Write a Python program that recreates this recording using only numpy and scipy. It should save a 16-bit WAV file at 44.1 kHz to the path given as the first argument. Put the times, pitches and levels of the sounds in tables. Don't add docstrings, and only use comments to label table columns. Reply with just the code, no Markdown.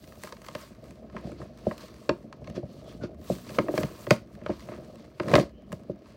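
import sys
import numpy as np
from scipy import signal
from scipy.io import wavfile

SR = 44100
rng = np.random.default_rng(int(sys.argv[2]) if len(sys.argv) > 2 else 0)


def master_out(mix):
    frames = np.transpose(np.atleast_2d(mix))
    ceiling = np.clip(frames, -1, 1)
    pcm = np.round(ceiling * 32767).astype(np.int16)
    wavfile.write(sys.argv[1], SR, pcm)


N = 271656

SMALL_SNAP_DB, SMALL_THUMP_DB = 8.5, 1.5
SMALL_CRACK_DB, SMALL_TICK_DB, SMALL_BOOM_DB, SMALL_BIG_DB = -1, -4.5, 1, -3
DULL_SHARE, FINEST_SHARE = 0.26, 1.3


def from_db(db):
    return 10 ** (np.asarray(db) / 20)


def rms_one(x):
    return x / np.sqrt(np.mean(x ** 2) + 1e-20)


def band(x, low_hz, high_hz):
    high_hz = min(high_hz, .45 * SR)
    return signal.sosfilt(signal.butter(2, [low_hz, high_hz], "band", fs=SR, output="sos"), x)


def ring(force, hz, t60):
    decay = from_db(-60 / (t60 * SR))
    w = 2 * np.pi * hz / SR
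    return signal.lfilter([0, np.sin(w)], [1, -2 * decay * np.cos(w), decay * decay], force + 1e-18)


def drift(rate):
    r = np.exp(-2 * np.pi * rate / SR)
    noise = rng.standard_normal(N + SR)
    return rms_one(signal.lfilter([1], [1, -2 * r, r * r], noise)[SR:])


def grains(per_s, spread_db):
    sizes = from_db(spread_db * np.minimum(rng.exponential(1, N), 4)) * rng.standard_normal(N)
    return rms_one(sizes * (rng.random(N) < per_s / SR))


def in_time(rows):
    s, *columns = np.transpose(rows)
    return [np.interp(np.arange(N) / SR, s, c) for c in columns]


def slide():
    # start t/s, top t/s, end t/s, rustle level/dB,
    # scrape level/dB and finest-hiss level/dB relative to the rustle.
    # A rise or fall shorter than 5 ms, or an end ahead of the top, counts as 5 ms.
    swells = [(-0.2, 0.085, 0.41, -65, -0.5, -4), (0.145, 0.248, 0.4, -55.5, 2, -8),
              (0.39, 0.467, 0.54, -61, 4, -6), (0.475, 0.595, 0.73, -54, 4.5, -9.5),
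              (0.757, 0.875, 1.07, -65, 5, -12), (1.085, 1.184, 1.27, -61.5, 8.5, -22),
              (1.17, 1.272, 1.4, -60, 4, -21), (1.307, 1.417, 1.535, -61.5, 5, -20),
              (1.52, 1.722, 1.81, -58, 3.5, -14.5), (1.733, 1.812, 1.99, -56, 4, -13),
              (1.85, 2.025, 2.29, -63.5, 1, -12), (2.354, 2.487, 2.78, -65.5, 4, -20),
              (2.545, 2.561, 2.6, -53, 6.5, -25), (2.65, 2.73, 3.04, -63, -1, -16),
              (2.836, 2.886, 3.02, -58.5, 1.5, -17), (3.012, 3.041, 3.075, -53.5, 6.5, -31),
              (3.2, 3.257, 3.2, -68, 5, 3), (3.229, 3.308, 3.46, -51, 0.5, -8),
              (3.352, 3.557, 3.73, -53, 2.5, -9), (3.69, 3.786, 3.935, -48.5, 7.5, -5.5),
              (3.8, 4.033, 4.14, -58, 4, -4), (4.097, 4.115, 4.16, -40, 0, -17),
              (4.12, 4.154, 4.223, -54.5, 2, -15.5), (4.261, 4.346, 4.4, -69, 7.5, -8),
              (4.418, 4.511, 4.6, -57.5, 10, -29), (4.443, 4.606, 5.13, -61, -3, -13),
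              (4.611, 4.722, 4.85, -63.5, 13, -21), (4.874, 4.995, 5.15, -66, 3.5, -32),
              (5.167, 5.232, 4.8, -60.5, -5, -19.5), (5.201, 5.312, 5.36, -51, 6.5, -14.5),
              (5.3, 5.36, 5.42, -43.5, 13, -12), (5.34, 5.408, 5.46, -46.5, 0, -18),
              (5.66, 5.735, 5.87, -67.5, 0, -9), (5.797, 5.919, 5.87, -71.5, 8.5, -15.5),
              (5.978, 6.088, 6.3, -67, 5, -17)]
    rest_levels = [-68.5, -77.5, -88, -90]
    edge_db, roundness = 17, 1.16
    hiss_db, hiss_share = 0.85, 0.45
    t = np.arange(0, N, 64) / SR
    start, top, end, rustle, scrape, finest = np.transpose(swells)[:, :, None]
    before = (top - t) / np.maximum(top - start, .005)
    after = (t - top) / np.maximum(end - top, .005)
    drop_db = edge_db * np.maximum(before, after) ** roundness
    levels = [rustle + scrape, rustle, rustle + hiss_db + hiss_share * finest, rustle + finest]
    curves = []
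    for level_db, rest_db in zip(levels, rest_levels):
        power = from_db(2 * rest_db) + from_db(2 * (level_db - drop_db)).sum(axis=0)
        curves.append(np.interp(np.arange(N) / SR, t, 10 * np.log10(power)))
    return curves


def rumble(push_db):
    # f/Hz, width f/Hz, level/dB relative to the boom push
    low_resonance = (63.7, 23.6, -9)
    hz, width, level_db = low_resonance
    noise = rms_one(band(rng.standard_normal(N), hz - width / 2, hz + width / 2))
    return from_db(push_db + level_db + 0.82 * drift(2.3)) * noise


def at_random(rows, follows_db, colour, count, spread_db):
    draw = rng.random((count, 2 + len(colour)))
    s = draw[:, 0] * (N / SR - .02)
    db = follows_db[(s * SR).astype(int)] - spread_db * np.log(draw[:, 1] + 0.045)
    colours = colour + 3.3 * (draw[:, 2:] - .5)
    return np.vstack([rows, np.column_stack([s, db, colours])]).T


def box(modes, s, blow_db, rub_db, per_s, soft_hz):
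    slip_turns = 2.13
    chance = rng.random((len(s), len(modes), 2))
    rubbing = grains(per_s, spread_db=-0.5) * from_db(1.4 * drift(25))
    struck, rubbed = 0, 0
    for k, (hz, level_db, t60) in enumerate(modes):
        sign = (-1) ** k
        late = chance[:, k, 0] * np.minimum(slip_turns / hz, .0075)
        at = ((s + late) * SR).astype(int)
        blows = np.zeros(N)
        np.add.at(blows, at, from_db(blow_db + level_db + 4.07 * chance[:, k, 1]))
        struck = struck + sign * ring(blows, hz, t60)
        rubbed = rubbed + sign * from_db(level_db) * ring(rubbing, hz, t60 * 0.36)
    total = struck + from_db(rub_db) * rms_one(rubbed)
    return signal.sosfilt(signal.butter(3, soft_hz, fs=SR, output="sos"), total)


def plastic(edges, t60, s, blow_db, rub_db, slips):
    rise_s = 0.00085
    low_hz, high_hz = edges
    blows = np.zeros(N)
    blows[(s * SR).astype(int)] = from_db(blow_db)
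    burst = signal.lfilter([1], [1, -from_db(-60 / (t60 * SR))], blows + 1e-18)
    rise = np.exp(-1 / (rise_s * SR))
    burst = signal.lfilter([1 - rise], [1, -rise], burst)
    force = burst * rng.standard_normal(N) + from_db(rub_db + 1.37 * drift(35)) * slips
    share = np.sqrt(SR / 2 / (high_hz - low_hz))
    return share * band(band(force, low_hz, high_hz), low_hz / 1.25, high_hz * 1.25)


def sheen(x):
    # f/Hz, width f/Hz, mean level/dB relative to the direct sound
    resonances = [(2090, 220, -13.5), (3330, 67, -24), (4490, 1230, -12), (6200, 1500, -12.5),
                  (7670, 2100, -11.5)]
    out = x
    for hz, width, gain_db in resonances:
        out = out + from_db(gain_db + 2.4 * drift(9)) * band(x, hz - width / 2, hz + width / 2)
    return out


def squeaks():
    # start t/s, end t/s, f/Hz, peak level/dB of the rms
    squeak_rows = [(2.83, 2.947, 3350, -63.5), (3.007, 3.068, 1450, -50), (5.479, 5.725, 3000, -72.5)]
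    t, out = np.arange(N) / SR, 0
    for start, end, hz, level_db in squeak_rows:
        swell = np.sin(np.pi * np.clip((t - start) / (end - start), 0, 1))
        noise = rms_one(band(rng.standard_normal(N), hz * .95, hz * 1.05))
        out = out + from_db(level_db) * swell * noise
    return out


def room(x):
    level_db, t60_s, cut_hz = -18, 0.19, 10600
    t = np.arange(SR // 2) / SR
    tail = band(rng.standard_normal(len(t)), 91, cut_hz) * from_db(-60 * t / t60_s)
    tail = tail * (t > .004)
    return from_db(level_db) * signal.fftconvolve(x, tail / np.sqrt(np.sum(tail ** 2)))[:N]


def scene():
    # t/s, boom level/dB, panels level/dB (base levels, offset below)
    push = [(0.0, -49, -55.5), (0.55, -52.5, -53.5), (1.36, -44.5, -50.5), (1.65, -50.5, -50),
            (2.4, -50, -53), (2.56, -46, -49.5), (3.4, -44, -51), (3.71, -45, -38.5), (3.82, -46, -46.5),
            (4.22, -48.5, -52), (4.49, -45.5, -52.5), (4.8, -47, -49), (5.15, -53, -54.5), (5.37, -38, -28),
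            (5.49, -47, -52.5), (5.85, -49, -54), (6.16, -54, -56)]
    # t/s, small-panels level/dB, air-boom level/dB and
    # big-panels level/dB relative to the small panels (base levels, offset below)
    thumps = [(0.237, -35.5, -13, -10), (0.325, -39, -12, -26), (0.486, -38.5, -10, -7),
              (0.551, -31, -8, -11), (1.147, -38.5, 2, -4), (1.167, -37, -11, 1.5), (1.244, -38.5, 5, -1),
              (1.27, -35, -6, -3), (1.294, -39, 0, -14), (1.316, -38, -12, 3), (1.402, -37, -3, 0.5),
              (1.423, -41, 2, -4), (1.666, -20.5, 0, -8), (1.714, -32.5, -10, -21), (2.091, -16, -12, -2.5),
              (2.109, -32, -11, 7.5), (2.417, -40, -2, -9), (2.476, -40, 3, -15), (2.498, -41, 7, -4),
              (2.564, -34.5, -4, -2), (2.574, -28.5, -7, 1), (2.63, -34, 2, -13), (3.016, -41, 8.5, 6),
              (3.035, -34, 0.5, 7), (3.299, -20.5, 0.5, -5.5), (3.496, -39, -19, -15),
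              (3.584, -14, -7.5, -4), (3.683, -22.5, -29, 1), (3.738, -25, -9, -1),
              (3.775, -22, -14, -16.5), (3.782, -25.5, -2.5, 1.5), (3.811, -29.5, 0.5, -11),
              (3.835, -25.5, 2.5, -7), (4.07, -31.5, -3, 0.5), (4.108, -10.5, -5, -6.5),
              (4.124, -21, -15, -8.5), (4.461, -29.5, -9, -24), (4.494, -20, -9, -3.5),
              (4.687, -34.5, -5, -4.5), (4.717, -35, -12, -1), (4.778, -39.5, 2, -5),
              (4.948, -37.5, -4, -17), (5.199, -25.5, -8, 1), (5.239, -34, 0, -1), (5.285, -28.5, -10, -11),
              (5.305, -24, -5, -5), (5.32, -29, -5, -6), (5.335, -8.5, -6.5, -7.5), (5.356, -13, -10, -1.5),
              (5.381, -17.5, -5.5, -19), (5.398, -25, -5, 3.5), (5.727, -33.5, 1.5, -5),
              (5.895, -29, -3.5, -1)]
    # t/s, walls level/dB, crack level/dB and tick level/dB
    snaps = [(0.122, -43, -13, -7), (0.235, -33, -3, 2), (0.272, -33, -11, -10), (0.29, -50, 5, -4),
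             (0.323, -32.5, -3.5, -11), (0.367, -43.5, -3, -16), (0.417, -45.5, 0, 0), (0.442, -47, -3, -8),
             (0.461, -54, -2, -21), (0.484, -33.5, -3, -9), (0.55, -27.5, -3, -11.5), (0.84, -49, -6, -3),
             (0.907, -50.5, 4, 2), (1.098, -48, -4, -29), (1.165, -25, -22, -26), (1.317, -41.5, -8, -8),
             (1.416, -36, -41, -31), (1.574, -51.5, 3, 0), (1.668, -38, -27, -35), (1.711, -25, -44, -40),
             (1.779, -49.5, 9.5, 8.5), (2.092, -12, -9.5, -50), (2.326, -36, -4.5, -17),
             (2.443, -49.5, 3, -13), (2.473, -38.5, -2, -31), (3.491, -42, 6, -9), (3.586, -13.5, -14, -42),
             (3.683, -24.5, -27, -27), (3.739, -36, -18, -13), (3.777, -22, -1, -13),
             (3.832, -25.5, -5, -25), (4.067, -30.5, -9, -27), (4.107, -7, -4, -13),
             (4.414, -44.5, -17, -26), (4.462, -25.5, -15.5, -46), (4.501, -30, -23, -48),
             (4.687, -36, -15, -27), (4.717, -40.5, -17, -25), (4.737, -40, -14, -25),
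             (5.198, -18, -14, -31), (5.232, -37, -5, -25), (5.282, -26, -11, -18), (5.315, -25, -12, -14),
             (5.338, -8, -11, -24), (5.353, -10.5, -2, -16), (5.363, -23, -10, -21), (5.38, -19, -17, -31),
             (5.397, -25, -5, -10), (5.719, -35.5, -10, -7), (5.726, -32.5, -7, -3), (6.057, -46, -8, -26)]
    # f/Hz, relative level/dB, struck t60 t/s
    boom_modes = [(98, -6, 0.079), (134.7, 2, 0.073), (182, 2, 0.089), (222.3, -1, 0.081)]
    big_panel_modes = [(299.7, -1, 0.094), (350.4, -2, 0.11), (403, -3, 0.069)]
    panel_modes = [(501, 1.5, 0.032), (565, 1.5, 0.065), (616, 0.5, 0.063), (699, -3.5, 0.03)]
    wall_modes = [(913, -6.5, 0.08), (1063, 5, 0.029), (1239, 4.5, 0.024), (1635, -6, 0.046),
                  (1850, 0, 0.015), (1920, -11.5, 0.046), (2380, -15, 0.016)]
    # low f/Hz, high f/Hz
    tray_bands = [(1350, 2700), (2500, 5600), (5400, 9600), (10000, 19000)]

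    low, mid = in_time(push)
    scrape, rustle, hiss, finest = slide()
    knocked, panel, boom, big = at_random(
        thumps, mid + SMALL_THUMP_DB, [SMALL_BOOM_DB, SMALL_BIG_DB], count=30, spread_db=3.0)
    snapped, wall, crack, tick = at_random(
        snaps, rustle + SMALL_SNAP_DB, [SMALL_CRACK_DB, SMALL_TICK_DB], count=140, spread_db=4.0)

    air = box(boom_modes, knocked, panel + boom - 3, low - 3, per_s=660, soft_hz=462)
    card = band(air, 55, 1100) + rumble(low)
    card = card + box(big_panel_modes, knocked, panel + big - 3, mid - 4, per_s=270, soft_hz=750)
    card = card + box(panel_modes, knocked, panel - 5, mid - 3, per_s=300, soft_hz=1060)
    card = card + box(wall_modes, snapped, wall - 13, scrape - 3.5, per_s=1500, soft_hz=3600)

    slips = grains(12000, spread_db=1.0) + from_db(-17.5) * grains(250, spread_db=5.5)
    # burst t60 (s), snap level (dB), slide level (dB)
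    settings = [(0.016, wall + DULL_SHARE * crack - 3, scrape - 7),
                (0.013, wall + crack - 3, rustle),
                (0.0087, wall + tick - 1.5, hiss),
                (0.0031, wall + FINEST_SHARE * tick - 3, finest)]
    noise = 0
    for edges, (t60, snap_db, slide_db) in zip(tray_bands, settings):
        noise = noise + plastic(edges, t60, snapped, snap_db, slide_db, slips)
    dry = card + sheen(noise) + squeaks()
    return (dry + room(dry))[None]


def record(dry):
    low_cut_hz, stop_hz = 44.4, 16150
    top_hz, top_db = 12100, -2
    overload = 1
    x = signal.sosfilt(signal.butter(6, low_cut_hz, "high", fs=SR, output="sos"), dry)
    x = x + from_db(top_db) * band(x, top_hz, .45 * SR)
    x = overload * np.tanh(x / overload)
    return signal.sosfilt(signal.cheby2(24, 60, stop_hz, fs=SR, output="sos"), x)


dry = scene()
out = record(dry)
master_out(out)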